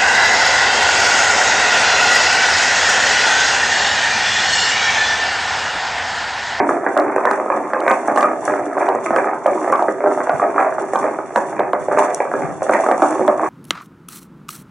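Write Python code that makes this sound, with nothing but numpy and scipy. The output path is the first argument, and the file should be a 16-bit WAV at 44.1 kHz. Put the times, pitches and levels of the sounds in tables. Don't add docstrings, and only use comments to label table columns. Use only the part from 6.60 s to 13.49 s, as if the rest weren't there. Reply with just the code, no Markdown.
import sys
import numpy as np
from scipy import signal
from scipy.io import wavfile
from scipy.ndimage import uniform_filter1d, minimum_filter1d

SR = 44100
rng = np.random.default_rng(int(sys.argv[2]) if len(sys.argv) > 2 else 0)


def convert_level_to_amplitude(level_db):
    exponent = np.asarray(level_db, float) / 20
    return 10 ** exponent


def store_wav(level_fs):
    pcm = np.round(np.clip(np.atleast_2d(level_fs), -1, 1) * 32767)
    wavfile.write(sys.argv[1], SR, pcm.T.astype(np.int16))


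N = 303849

# peak_s, level_db, fade_s (time to fade 10 dB)
AIR_PUFFS = [(0, -34, .03), (.11, -40, .05), (1.84, -42, .1), (2.53, -38, .1), (4.36, -40, .12),
             (3.75, -33, .05), (4.99, -38, .1), (5.3, -41, .2), (5.84, -33, .17), (6.39, -38, .06),
             (6.6, -37, .12), (6.89, -33, .03)]
# freq_hz, density_db (per Hz)
AIR_SPECTRUM = [(20, -29.5), (50, -23), (90, -12.5), (150, 0.5), (220, -4.5), (320, -9), (500, -14),
                (900, -36), (2500, -99)]
# freq_hz, t60_s
PASSAGE_DECAY = [(200, 0.58), (600, 0.44), (1400, 0.31), (3000, 0.28), (9000, 0.22)]
# freq_hz, gain_db
MIC_COLOUR = [(100, -33), (160, -12.5), (230, -6.5), (300, -1), (1800, 3), (2400, 1.5), (2750, -9.5),
              (3000, -27.5), (4000, -43.5), (9000, -69)]
# peak_s, level_db, fade_s (time to fade 10 dB)
METAL_SHAKES = [(.09, -44, .1), (.33, -49, .14), (.68, -51, .3), (.95, -53, .3), (1.3, -42, .14),
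                (1.47, -46, .07), (1.58, -39, .06), (1.86, -40, .08), (1.8, -51, .5), (2.2, -48, .15),
                (2.45, -43, .08), (2.57, -44, .08), (2.95, -48, .4), (3.2, -51, .15), (3.53, -46, .2),
                (3.77, -48, .12), (4.0, -50, .2), (4.2, -47, .05), (4.35, -45, .2), (4.77, -46, .16),
                (5.32, -51, .5), (5.39, -35, .04), (5.42, -44, .1), (5.56, -42, .06), (5.8, -50, .3),
                (6.04, -40, .04), (6.13, -38, .05), (6.23, -43, .15), (6.44, -40, .22), (6.85, -49, .15)]
# freq_hz, density_db (per Hz)
SIZZLE_SPECTRUM = [(2400, -35), (2700, 2), (3050, -18), (3500, -4), (4050, -27), (4500, -7.5), (5100, -25),
                   (5600, -1), (6500, -1), (8000, -1.5), (10000, -6.5), (11000, -13.5), (11600, -39.5),
                   (15500, -70)]
# start_s, peak_db
METAL_TICKS = [(.095, -24.5), (.5607, -30), (.7123, -25.5), (1.205, -34), (1.298, -27), (1.477, -26),
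               (1.5584, -30), (1.5756, -24.5), (1.8524, -20.5), (2.3514, -33), (2.4618, -25),
               (2.561, -28.5), (2.8667, -30.5), (3.1214, -26), (3.3224, -33), (4.2204, -33), (4.3346, -30),
               (4.7608, -30), (5.3886, -18.5), (5.5458, -9), (6.0299, -23.5), (6.109, -27), (6.1379, -22.5),
               (6.2095, -30), (6.2418, -25.5), (6.378, -27), (6.4188, -24.5), (6.4847, -25),
               (6.5077, -23.5), (6.6777, -28)]
# start_s, peak_db
RIM_CRACKS = [(.375, -23), (.3985, -28), (.6544, -22), (.712, -27.5), (1.1358, -35.5), (1.2032, -33),
              (1.28, -27), (1.3134, -27), (1.562, -31), (1.5743, -23), (1.6087, -26), (1.6287, -22),
              (2.2884, -29), (2.5615, -24), (2.8633, -29), (3.127, -29.5), (3.1577, -36), (3.2245, -34),
              (3.694, -33), (4.0018, -41), (4.3583, -31), (4.76, -22.5), (4.9953, -32), (5.1315, -33),
              (5.3916, -22), (6.096, -32), (6.138, -28), (6.314, -30), (6.4218, -24), (6.6777, -24)]
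# freq_hz, density_db (per Hz)
CRACK_SPECTRUM = [(1500, -44.5), (2800, 7), (5200, -5.5), (8000, -9), (11000, -15), (14000, -19.5),
                  (15300, -59)]
# pitch_hz, level_db, t60_s
LOW_DECK_MODES = [(231.7, -5, 0.078), (264.4, 2, 0.067), (310.4, -2, 0.083), (366.3, -0.5, 0.16),
                  (414.3, -1.5, 0.092)]
# pitch_hz, level_db, t60_s
DECK_MODES = [(493, -3, 0.042), (577.7, -4, 0.16), (641, -2, 0.096), (726, 1.5, 0.054), (796, -3.5, 0.042),
              (935, -1, 0.047), (1009.6, -3.5, .04), (1177.4, -1.5, 0.065), (1390, -5.5, 0.014),
              (1598, -3, 0.034), (1949, -3, 0.016), (2327, -14.5, 0.036)]
# peak_s, chatter_db, fade_s (time to fade 10 dB), low_load_db (on low modes)
ROUGH_PATCHES = [(0, -10, .05, 2), (.15, -17.5, .2, -2), (.43, -18, .15, 4), (.63, -19, .2, -8),
                 (.96, -21, .15, 1), (1.21, -17, .11, -4), (1.5, -20, .15, 0), (1.69, -20, .1, 0),
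                 (1.91, -12, .08, -4), (2.22, -12.5, .12, -4), (2.54, -17, .1, -3), (2.65, -16, .09, -2),
                 (2.93, -23, .1, 7), (3.04, -18, .15, -2), (3.47, -16, .1, 2), (3.75, -21, .12, -8),
                 (3.84, -16, .06, 0), (4.0, -12.5, .08, -10), (4.22, -23, .04, 5), (4.43, -17.5, .13, -2),
                 (4.8, -26, .13, 4), (4.99, -14.5, .07, -6), (5.2, -29, .15, -3), (5.39, -8.5, .09, -9),
                 (5.83, -18.5, .08, -4), (6.12, -14, .08, -2), (6.33, -24, .15, -5), (6.52, -19.5, .13, -3),
                 (6.62, -21, .06, 10), (6.83, -13, .05, -4)]
# start_s, blow_db, pitch_hz (of the struck part), brightness_db
EDGE_BLOWS = [(.367, 3.5, 1118, -6.5), (.562, -1, 580, -3.5), (.652, 2.5, 970, -6), (.776, -13.5, 555, -12),
              (.861, -8, 585, -9), (.901, -1, 897, -12.5), (1.167, -15, 630, -17), (1.879, -4, 587, -12.5),
              (2.168, -6.5, 680, -16), (2.287, -2, 966, -27), (2.562, 2.5, 1240, -4),
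              (2.733, -8.5, 870, -10), (2.859, .5, 641, -13.5), (3.125, 1, 600, -5),
              (3.223, -2.5, 641, -17), (3.405, -9, 630, -17), (3.46, 1, 641, -18), (3.604, -7.5, 596, -3.5),
              (3.671, -9, 877, -16), (3.98, 0, 1260, -22), (4.046, -5, 740, -22), (4.067, -19, 790, -10),
              (4.334, -5.5, 770, -6), (5.603, -3.5, 753, -15), (5.715, -11.5, 744, -8),
              (6.02, -8, 574, -19), (6.094, 1, 625, -14), (6.237, -6.5, 930, -10), (6.396, -9.5, 340, -21),
              (6.795, -9, 773, -14)]
# start_s, blow_db, pitch_hz, brightness_db
JOINT_BLOWS = [(.091, 1, 593, -1), (.264, -2, 940, -3), (.799, -6.5, 1140, -8), (1.102, -20, 590, -17),
               (1.134, -4.5, 716, -6), (1.264, -4, 921, -9), (1.279, -.5, 670, -.5), (1.308, 1, 727, -1.5),
               (1.56, -3.5, 1190, -14), (1.574, 2.5, 607, -5.5), (1.627, 3.5, 1228, -2),
               (2.349, -4.5, 770, -19), (2.461, -5.5, 600, 0), (2.688, -31, 610, -23),
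               (3.099, -7, 517, -12), (3.44, -3.5, 600, -14), (3.694, -1.5, 806, -11.5),
               (3.826, -2.5, 756, -20), (4.182, -7, 770, -15), (4.356, -2, 763, -5),
               (4.441, -4.5, 589, -18), (4.759, .5, 790, -9.5), (5.133, -2, 583, -13),
               (5.284, -6.5, 530, -28), (5.316, -5, 585, -13), (6.199, -8.5, 780, -20),
               (6.264, -2, 549, -16), (6.287, -1, 720, -16), (6.555, -23, 670, -20)]
# start_s, blow_db, pitch_hz, brightness_db, thud_db
DEEP_DROPS = [(.711, -3.5, 1220, -2.5, 0), (1.482, -2.5, 614, -7.5, 3), (2.064, -13, 431, -10, 9),
              (2.506, -3.5, 529, -17, 2.5), (3.193, -5, 865, -8.5, 0), (3.283, -5, 860, -10, 6),
              (3.575, -6, 670, -20, -1), (3.797, -9, 603, -6, 2.5), (3.951, -19, 374, -17, 9),
              (3.963, -18.5, 641, -18, 2), (4.124, -12.5, 593, -20, 2), (4.587, -10, 760, -14, -4),
              (4.993, -3, 483, -12, -1), (5.373, .5, 584, -10, 1.5), (5.652, -12, 664, -8, -1),
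              (5.738, -5.5, 1205, -8, 0), (5.775, -15.5, 560, -22, 0), (6.135, 1, 578, 5, -1.5),
              (6.313, 0, 750, -9, 1), (6.42, 3, 565, -15, 3), (6.594, -4, 381, -22, 4),
              (6.679, .5, 590, -24, 1), (6.778, -24, 651, -4, -1)]


def evened(x):
    return x / np.sqrt(np.mean(x ** 2) + 1e-20)


def steadied(x, share):
    slow_power = uniform_filter1d(x ** 2, 2600) + 1e-9
    return evened(x / slow_power ** (share / 2))


def read(points, hz):
    f, value = np.transpose(points)
    return np.interp(np.log(hz + 1), np.log(f + 1), value)


def add(mix, start_s, sound):
    part = mix[..., max(round(start_s * SR), 0):][..., :sound.shape[-1]]
    part += sound[..., :part.shape[-1]]


def colour(x, points):
    gain_db = np.maximum(read(points, abs(np.fft.fftfreq(8192, 1 / SR))), -100)
    log_gain = np.log(convert_level_to_amplitude(gain_db))
    taps = np.fft.ifft(np.exp(np.conj(signal.hilbert(log_gain)))).real[:4096]
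    return signal.oaconvolve(x, taps[None], axes=1)[:, :N]


def swells(rows, rise, floor_db):
    t = np.arange(0, N / SR, .002)
    power = convert_level_to_amplitude(floor_db) ** 2
    for start_s, level_db, fade_s, *_ in rows:
        away = np.maximum(t - start_s, (start_s - t) / rise)
        power = power + convert_level_to_amplitude(level_db - 10 * away / fade_s) ** 2
    return np.interp(np.arange(N) / SR, t, np.sqrt(power))


def bumps(per_s, spread_db):
    size = convert_level_to_amplitude(spread_db * np.minimum(rng.exponential(1, N), 2.5)) * rng.choice([-1., 1.], N)
    return size * (rng.random(N) < per_s / SR)


def buffet():
    lumps = evened(uniform_filter1d(rng.standard_normal((2, N)), 900, 1))
    gusty = rng.standard_normal((2, N)) * convert_level_to_amplitude(3.3 * lumps)
    air = evened(colour(gusty, AIR_SPECTRUM))
    return convert_level_to_amplitude(3.5) * swells(AIR_PUFFS, rise=.5, floor_db=-48.5) * air


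def echoes():
    taps = np.zeros((2, SR // 2))
    at = np.arange(300, SR // 2 - 20, 20) + rng.integers(0, 20, (2, (SR // 2 - 301) // 20))
    np.put_along_axis(taps, at, rng.choice([-1., 1.], at.shape), 1)
    taps[1] = 0.85 * taps[0] + 0.25 * taps[1] + 2.5 * np.diff(taps[1], prepend=0)
    hz, t, z = signal.stft(taps, SR, nperseg=256)
    decay = convert_level_to_amplitude(-60 * t / read(PASSAGE_DECAY, hz)[:, None])
    tail = signal.istft(z * decay, SR, nperseg=256)[1]
    return tail / np.linalg.norm(tail[0])


def passage(x):
    turn = np.arange(N) / SR / .45 % 4
    out = np.zeros((2, N))
    for k in range(4):
        distance = abs((turn - k + 2) % 4 - 2)
        share = np.cos(np.pi / 2 * np.minimum(distance, 1))
        out += signal.oaconvolve((share * x)[None], echoes(), axes=1)[:, :N]
    return out


def clicks(rows, spectrum, t60, apart):
    out = np.zeros((2, N))
    t = np.arange(1000) / SR
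    shape = convert_level_to_amplitude(-60 * t / t60) * (1 - np.exp(-t / 0.00071))
    for start_s, peak_db in rows:
        a, b = rng.standard_normal((2, len(t)))
        ports = np.array([a, np.sqrt(1 - apart ** 2) * a + apart * b])
        add(out, start_s, convert_level_to_amplitude(peak_db) * shape * ports)
    filter_size = np.linalg.norm(colour(signal.unit_impulse(4096)[None], spectrum))
    return colour(out, spectrum) / filter_size


def metal():
    jolts = signal.lfilter([1], [1, -np.exp(-1 / (.02 * SR))], abs(bumps(35, 2.5)))
    flurry = steadied(np.sqrt(1.2 + jolts ** 2), 0.47)
    grit = np.array([bumps(3400, 3.9), bumps(3400, 2.8)])
    hiss = evened(rng.standard_normal((2, N)) + 1.5 * evened(grit) + 0.44 * rng.standard_normal(N))
    sizzle = evened(colour(flurry * hiss, SIZZLE_SPECTRUM))
    sizzle = convert_level_to_amplitude(4) * swells(METAL_SHAKES, rise=.3, floor_db=-59) * sizzle
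    ticks = convert_level_to_amplitude(5) * clicks(METAL_TICKS, SIZZLE_SPECTRUM[6:], t60=.008, apart=.75)
    return sizzle + ticks + convert_level_to_amplitude(10.5) * clicks(RIM_CRACKS, CRACK_SPECTRUM, t60=.006, apart=.6)


def ring(hz, t60, rise_s):
    t = np.arange(2600) / SR
    envelope = np.exp(-np.log(1000) * t / t60) * (1 - np.exp(-t / rise_s)) * (1 - t / t[-1])
    return envelope * np.sin(2 * np.pi * hz * t)


def strike(modes, damp, rise_s, detune):
    out = 0
    luck = rng.standard_normal((len(modes), 2))
    for (strength, drift), (hz, level_db, t60) in zip(luck, modes):
        out = out + strength * convert_level_to_amplitude(level_db) * ring(hz * (1 + detune * drift), damp * t60, rise_s)
    return out


def chatter():
    high, low = np.zeros(N), np.zeros(N)
    for _ in range(11):
        high += signal.oaconvolve(bumps(28, 4.5), strike(DECK_MODES, .33, .0005, .09))[:N]
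    for _ in range(6):
        low += signal.oaconvolve(bumps(30, 3.6), strike(LOW_DECK_MODES, .99, .00081, .05))[:N]
    loaded = [(s, db + load_db, fade_s) for s, db, fade_s, load_db in ROUGH_PATCHES]
    rise, smooth_db = .7, -36
    upper = swells(ROUGH_PATCHES, rise, smooth_db) * steadied(high, 0.23)
    lower = swells(loaded, rise, smooth_db) * steadied(low, 1.0)
    return convert_level_to_amplitude(-4.5) * (upper + convert_level_to_amplitude(-1.5) * lower)


def knocks():
    out = np.zeros(N)
    edge_thud_db, joint_thud_db = -14, -4.5
    rows = [(*row, edge_thud_db) for row in EDGE_BLOWS]
    rows += [(*row, joint_thud_db) for row in JOINT_BLOWS]
    rows += list(DEEP_DROPS)
    for start_s, blow_db, hz, bright_db, thud_db in sorted(map(tuple, rows)):
        modes = [(f, d + (bright_db + 8.5) * np.clip(np.log2(f / 700), 0, 1), r) for f, d, r in DECK_MODES]
        snap = ring(hz, .014, .0006) + .7 * strike(modes, .22, .0004, .06)
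        blow = snap + convert_level_to_amplitude(-14) * strike(modes, 0.79, 0.0029, 0.055)
        thud = strike(LOW_DECK_MODES, 0.76, 0.004, 0.041)
        bounce = strike(modes, 0.69, 0.0012, 0.058)
        knock = blow / abs(blow).max() + convert_level_to_amplitude(thud_db - 10) * thud
        add(out, start_s, convert_level_to_amplitude(blow_db - .5) * knock)
        bounce_s = start_s + rng.uniform(0.00406, .022)
        add(out, bounce_s, convert_level_to_amplitude(blow_db - 9.5) * bounce / abs(bounce).max())
    return out


def scene():
    cart = chatter() + knocks()
    heard = cart + convert_level_to_amplitude(-4.5) * passage(cart)
    cart_at_ports = (colour(heard, MIC_COLOUR) + metal()) * convert_level_to_amplitude([[-.9], [.9]])
    return cart_at_ports + buffet()


def top_cut(x):
    return signal.sosfilt(signal.butter(12, 15300, fs=SR, output="sos"), x)


def record(dry):
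    window = 177
    room = minimum_filter1d(1 / np.maximum(abs(dry).max(0), 1), window)
    held = np.clip(dry * uniform_filter1d(room, window), -1, 1)
    low_cut = signal.butter(1, 40, "high", fs=SR, output="sos")
    return top_cut(signal.sosfilt(low_cut, held))


dry = scene()
out = record(dry)
store_wav(out)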